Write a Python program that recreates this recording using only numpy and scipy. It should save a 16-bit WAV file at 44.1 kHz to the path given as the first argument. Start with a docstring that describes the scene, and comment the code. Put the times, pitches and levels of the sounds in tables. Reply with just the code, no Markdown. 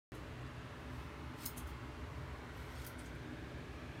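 """The grip on a hand-held camera shifts twice: a soft rustle builds and lets go in small, bright clicks. The
rustle is sliding friction; each click is a friction burst that rings high modes beside a dry crack. A quiet
room answers briefly. Under it run ventilation noise, whose colour shifts as the camera moves in toward a table,
and a low hum of mains and fan."""
import sys
import numpy as np
from scipy import signal
from scipy.fft import rfft, irfft, next_fast_len
from scipy.io import wavfile
from scipy.ndimage import map_coordinates

SR = 44100
rng = np.random.default_rng(int(sys.argv[2]) if len(sys.argv) > 2 else 0)


def master_out(mix):
    """Clip the mix to full scale and print it as 16-bit PCM to the path in sys.argv[1]."""
    frames = np.transpose(np.atleast_2d(mix))
    ceiling = np.clip(frames, -1, 1)
    pcm = np.round(ceiling * 32767).astype(np.int16)
    wavfile.write(sys.argv[1], SR, pcm)


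N = 176400
TIME_S = np.arange(N) / SR


def amp(db):
    """Decibels to gain."""
    return 10 ** (np.asarray(db) / 20)


def unit(x):
    """Scale to rms 1."""
    return x / np.sqrt(np.mean(np.abs(x) ** 2) + 1e-20)


def curve(points):
    """One value per sample from (seconds, value) points."""
    return np.interp(TIME_S, *np.transpose(points))


def wobble(rate_hz):
    """Smooth random curve with rate_hz knots a second."""
    return map_coordinates(rng.standard_normal(8192), [np.arange(N) * rate_hz / SR], mode="wrap")


def filtered(x, response):
    """Filter x by response(hz)."""
    size = next_fast_len(len(x) + 8192)
    return irfft(rfft(x, size) * response(np.fft.rfftfreq(size, 1 / SR)), size)[:len(x)]


def noise(colour, patch_db=0, patch_hz=300, patch_s=.06):
    """Noise of rms 1 with a (Hz, dB) spectrum and time-frequency patches of random gain."""
    white = signal.stft(rng.standard_normal(N), nperseg=1024)[2]
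    bins_hz = np.linspace(0, SR / 2, white.shape[0])
    frames_s = np.linspace(0, N / SR, white.shape[1])
    grid = np.meshgrid(bins_hz / patch_hz, frames_s / patch_s, indexing="ij")
    patches = map_coordinates(rng.standard_normal((256, 256)), grid, mode="wrap")
    patchy = signal.istft(white * amp(patch_db * patches))[1][:N]
    colour_hz, colour_db = np.transpose(colour)
    return unit(filtered(patchy, lambda hz: amp(np.interp(np.log(hz + 1), np.log(colour_hz), colour_db))))


def noise_band(centre_hz, width_hz, steady=0):
    """Narrow noise plus an optional steady tone at its centre, rms 1."""
    phase = 2 * np.pi * np.cumsum(centre_hz * np.ones(N)) / SR
    modulation = steady + wobble(width_hz) + 1j * wobble(width_hz)
    return unit((modulation * np.exp(1j * phase)).real)


def hump(hz, centre_hz, octaves):
    """Gain of a smooth band, rolled off below 2500 Hz."""
    distance = np.log2((hz + 1) / centre_hz) / octaves
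    high_pass = hz ** 2 / (hz ** 2 + 2500 ** 2)
    return high_pass / np.sqrt(1 + distance ** 4)


# Spectra of the steady air and three drifting bands. Each row: frequency in Hz, relative density in dB.
AIR_SPECTRUM = [(12, -80), (20, -15), (26, -38), (35, -6), (48, -10), (70, -3.5), (93, -1.5), (123, 1),
                (181, -4), (209, -15), (247, -0.5), (276, -7.5), (308, -1.5), (386, -11.5), (419, -7.5),
                (469, -17.5), (570, -18), (655, -14.5), (775, -14), (1560, -15), (1690, -15), (3130, -21.5),
                (4890, -30), (12300, -44.5), (15800, -60)]
MID_SPECTRUM = [(500, -42), (800, 1), (1050, 6), (1350, -3), (2200, -12), (4000, -30)]
LOW_MID_SPECTRUM = [(220, -32), (320, -0.5), (430, -1), (490, -2.5), (590, -1.5), (750, -15), (1200, -38.5)]
RUMBLE_SPECTRUM = [(35, -71), (60, -8), (75, 5), (95, -12), (120, -2), (150, -10), (220, -32.5),
                   (500, -71.5)]
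# Band levels. Each row: time in seconds, level in dB.
MID_LEVELS = [(0.12, -63.5), (0.7, -64.5), (1.1, -61), (1.45, -58.5), (1.9, -61), (2.2, -59.5),
              (2.6, -63.5), (3.1, -70), (4.0, -72)]
LOW_MID_LEVELS = [(0.12, -57.5), (0.55, -66.5), (0.72, -65), (0.8, -56.5), (0.88, -66), (1.05, -71),
                  (2.6, -62.5), (3.0, -62), (3.4, -60), (4.0, -60.5)]
RUMBLE_LEVELS = [(0.12, -66), (0.9, -61), (1.2, -52), (1.9, -52.5), (2.1, -46), (2.3, -49.5), (2.4, -61),
                 (2.77, -52), (3.0, -58.5), (4.0, -53.5)]

def ventilation():
    """Steady air noise whose colour shifts as the camera moves."""
    air = amp(-51.5) * noise(AIR_SPECTRUM, patch_db=1.5, patch_hz=128.5, patch_s=0.416)
    mid = amp(curve(MID_LEVELS)) * noise(MID_SPECTRUM)
    low_mid = amp(curve(LOW_MID_LEVELS)) * noise(LOW_MID_SPECTRUM)
    rumble = amp(curve(RUMBLE_LEVELS)) * noise(RUMBLE_SPECTRUM)
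    return air + mid + low_mid + rumble


# Lower band of the hollow tone. Each row: time in seconds, centre in Hz, level in dB.
HOLLOW_PATH = [(0.118, 1232, -70), (1.451, 1431, -68), (2.1, 1440, -70.5), (2.55, 1436, -64.5),
               (2.949, 1459, -62), (3.301, 1557, -66), (3.7, 1674, -67.5), (4.0, 1680, -62.5)]

def hollow_tone(width_hz=290, upper_ratio=1.44, upper_db=-4):
    """Two bands in the room noise that rise in pitch as the camera nears the table."""
    path = np.array(HOLLOW_PATH)
    centre_hz, level_db = curve(path[:, [0, 1]]), curve(path[:, [0, 2]])
    lower = noise_band(centre_hz, width_hz)
    upper = noise_band(centre_hz * upper_ratio, width_hz * upper_ratio)
    return amp(level_db) * (lower + amp(upper_db) * upper)


# Hum lines. Each row: frequency in Hz, level in dB, width in Hz.
HUM_LINES = [(60.36, -57.5, 6.12), (77.3, -64.5, 7.3), (123.2, -59, 12), (250.9, -62, 18), (430, -68.5, 40),
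             (589.6, -68, 74)]

def hum():
    """Mains and fan: wavering lines, part tone and part noise."""
    return sum(amp(db) * noise_band(hz, width_hz, steady=0.64) for hz, db, width_hz in HUM_LINES)


# Soft slips and sharp snaps. Each row: peak time in seconds, level in dB, rise constant in seconds,
# T60 in seconds, band centre in Hz, band width in octaves, relative body in dB, crack over ring in dB.
GRIP_SLIPS = [(0.152, -63, 0.01, .061, 8000, 0.48, 2, 2), (1.579, -47, 0.0065, 0.067, 10400, 0.37, -4, -3),
              (1.673, -59.5, .0042, .065, 10000, .96, -12, 5), (1.699, -64, .007, .05, 12000, 1, -12, 3),
              (2.822, -61, 0.0036, 0.028, 6000, 0.46, -7, 0), (2.849, -53.5, .005, 0.032, 11500, .25, 1, 3),
              (2.993, -55.5, 0.0056, 0.044, 8750, 0.15, -16, 0),
              (3.062, -60.5, .004, .05, 7300, .2, -14, 4), (3.151, -68, 0.00096, .03, 10100, .3, -15, -2)]
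GRIP_SNAPS = [(1.456, -39, .0003, .04, 11500, 0.61, -26, -5),
              (1.4608, -30.5, 0.00055, 0.018, 12000, 1.5, -14, -7.5),
              (1.465, -45, .0013, .045, 10000, .7, -20, -2),
              (2.8663, -41.5, 0.00098, .013, 13000, 0.4, -8, -2),
              (2.873, -50.5, 0.0026, 0.036, 11400, .3, -8, 7)]
# Modes they ring. Each row: frequency in Hz, width in Hz, relative gain in dB.
SLIP_RESONANCES = [(3130, 300, 8), (4450, 350, -1), (6420, 380, 4), (7400, 450, -4), (8650, 400, 0),
                   (9065, 300, 1), (10240, 300, 0), (10640, 400, -1), (11290, 350, -1), (12380, 380, 1),
                   (12900, 400, -3), (14450, 400, 2)]
SNAP_RESONANCES = [(4330, 260, -5), (5090, 340, 2.5), (6520, 350, -3), (6794, 60, 6), (8457, 300, 0),
                   (8950, 420, 0), (9545, 160, 1), (10200, 240, 0), (11480, 520, 2), (12280, 200, -4),
                   (13400, 320, -1), (14320, 200, 3), (15220, 320, 9)]

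def grip_clicks(events, modes, body_hz=4440, dull_hz=3300, dull_db=-4.5, low_octaves=0.88):
    """Friction bursts that swell and die, each ringing high modes beside a dry crack."""
    def resonance(hz):
        return sum(amp(db) * 1j * hz * width_hz / (mode_hz ** 2 - hz ** 2 + 1j * hz * width_hz)
                   for mode_hz, width_hz, db in modes)

    out = np.zeros(N)
    lead = SR // 20
    t = np.arange(-lead, SR // 4) / SR
    for peak_s, level_db, rise_s, t60_s, centre_hz, octaves, body_db, crack_db in events:
        def colour(hz):
            return hump(hz, centre_hz, octaves) + amp(body_db) * hump(hz, body_hz, low_octaves)

        envelope = np.exp(np.minimum(t, 0) / rise_s) * amp(-60 * np.maximum(t, 0) / t60_s)
        burst, grit = envelope * rng.standard_normal((2, len(t)))
        ring = unit(filtered(burst, lambda hz: colour(hz) * resonance(hz)))
        crack = unit(filtered(grit, lambda hz: colour(hz) + amp(dull_db) * hump(hz, dull_hz, low_octaves)))
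        rms = amp(level_db) * np.sqrt(np.mean(envelope ** 2))
        start = round(peak_s * SR) - lead
        out[start:start + len(t)] += rms * unit(ring + amp(crack_db) * crack)
    return out


# Slides of the grip. Each row: start in seconds, end in seconds, rub level in dB, rise in seconds,
# release constant in seconds, crackle over rub in dB.
GRIP_SLIDES = [(0.866, 1.0, -74.5, 0.066, .1, 0), (1.357, 1.446, -56, 0.093, 0.015, -1.5),
               (2.51, 2.611, -69.5, .07, 0.1, -3), (2.651, 2.825, -65, 0.15, 0.052, -4.5),
               (2.99, 3.057, -72, 0.014, 0.045, -1)]
# Friction spectra. Each row: frequency in Hz, relative density in dB.
RUB_SPECTRUM = [(1000, -10), (2500, 2), (4300, 1.5), (5500, 1), (7000, -5), (9000, -3.5), (12000, -22),
                (15500, -21)]
CRACKLE_SPECTRUM = [(5000, -19), (8900, 3.5), (10300, -10), (11300, 5), (13200, 0), (15500, 1)]

def grip_rustle(grain_db=3, grain_rate_hz=700):
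    """Friction with a fine crackle that builds as the grip slides and fades when it stops."""
    rub = noise(RUB_SPECTRUM, patch_db=2.5, patch_hz=371, patch_s=0.018)
    hiss = noise(CRACKLE_SPECTRUM, patch_db=3.6, patch_hz=452, patch_s=0.023)
    crackle = unit(hiss * amp(grain_db * wobble(grain_rate_hz)))
    out = np.zeros(N)
    for start_s, end_s, level_db, rise_s, release_s, crackle_db in GRIP_SLIDES:
        build = np.clip((TIME_S - start_s) / rise_s, 0, 1)
        fade = np.exp(-np.maximum(TIME_S - end_s, 0) / release_s)
        out += amp(level_db) * build * fade * (rub + amp(crackle_db) * crackle)
    return out


def room_echo(x, t60_s=0.15, attack_s=.003, level_db=-3):
    """Dense reflections of a small room: a short decaying noise tail."""
    t = np.arange(SR // 2) / SR
    tail = rng.standard_normal(len(t)) * amp(-60 * t / t60_s) * (1 - np.exp(-t / attack_s))
    return amp(level_db) * signal.fftconvolve(x, tail / np.linalg.norm(tail))[:N]


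def scene():
    """Grip sounds and their echo over the room noise, mono."""
    snaps = grip_clicks(GRIP_SNAPS, SNAP_RESONANCES)
    slips = grip_clicks(GRIP_SLIPS, SLIP_RESONANCES)
    grip = snaps + slips + grip_rustle()
    return (grip + room_echo(grip) + ventilation() + hollow_tone() + hum())[None]


def record(dry, open_s=.12, cutoff_hz=15700):
    """The sound opens after a brief silence and passes a steep low-pass."""
    gated = dry[0] * (TIME_S >= open_s)
    return filtered(gated, lambda hz: 1 / np.sqrt(1 + (hz / cutoff_hz) ** 240))[None]


dry = scene()
out = record(dry)
master_out(out)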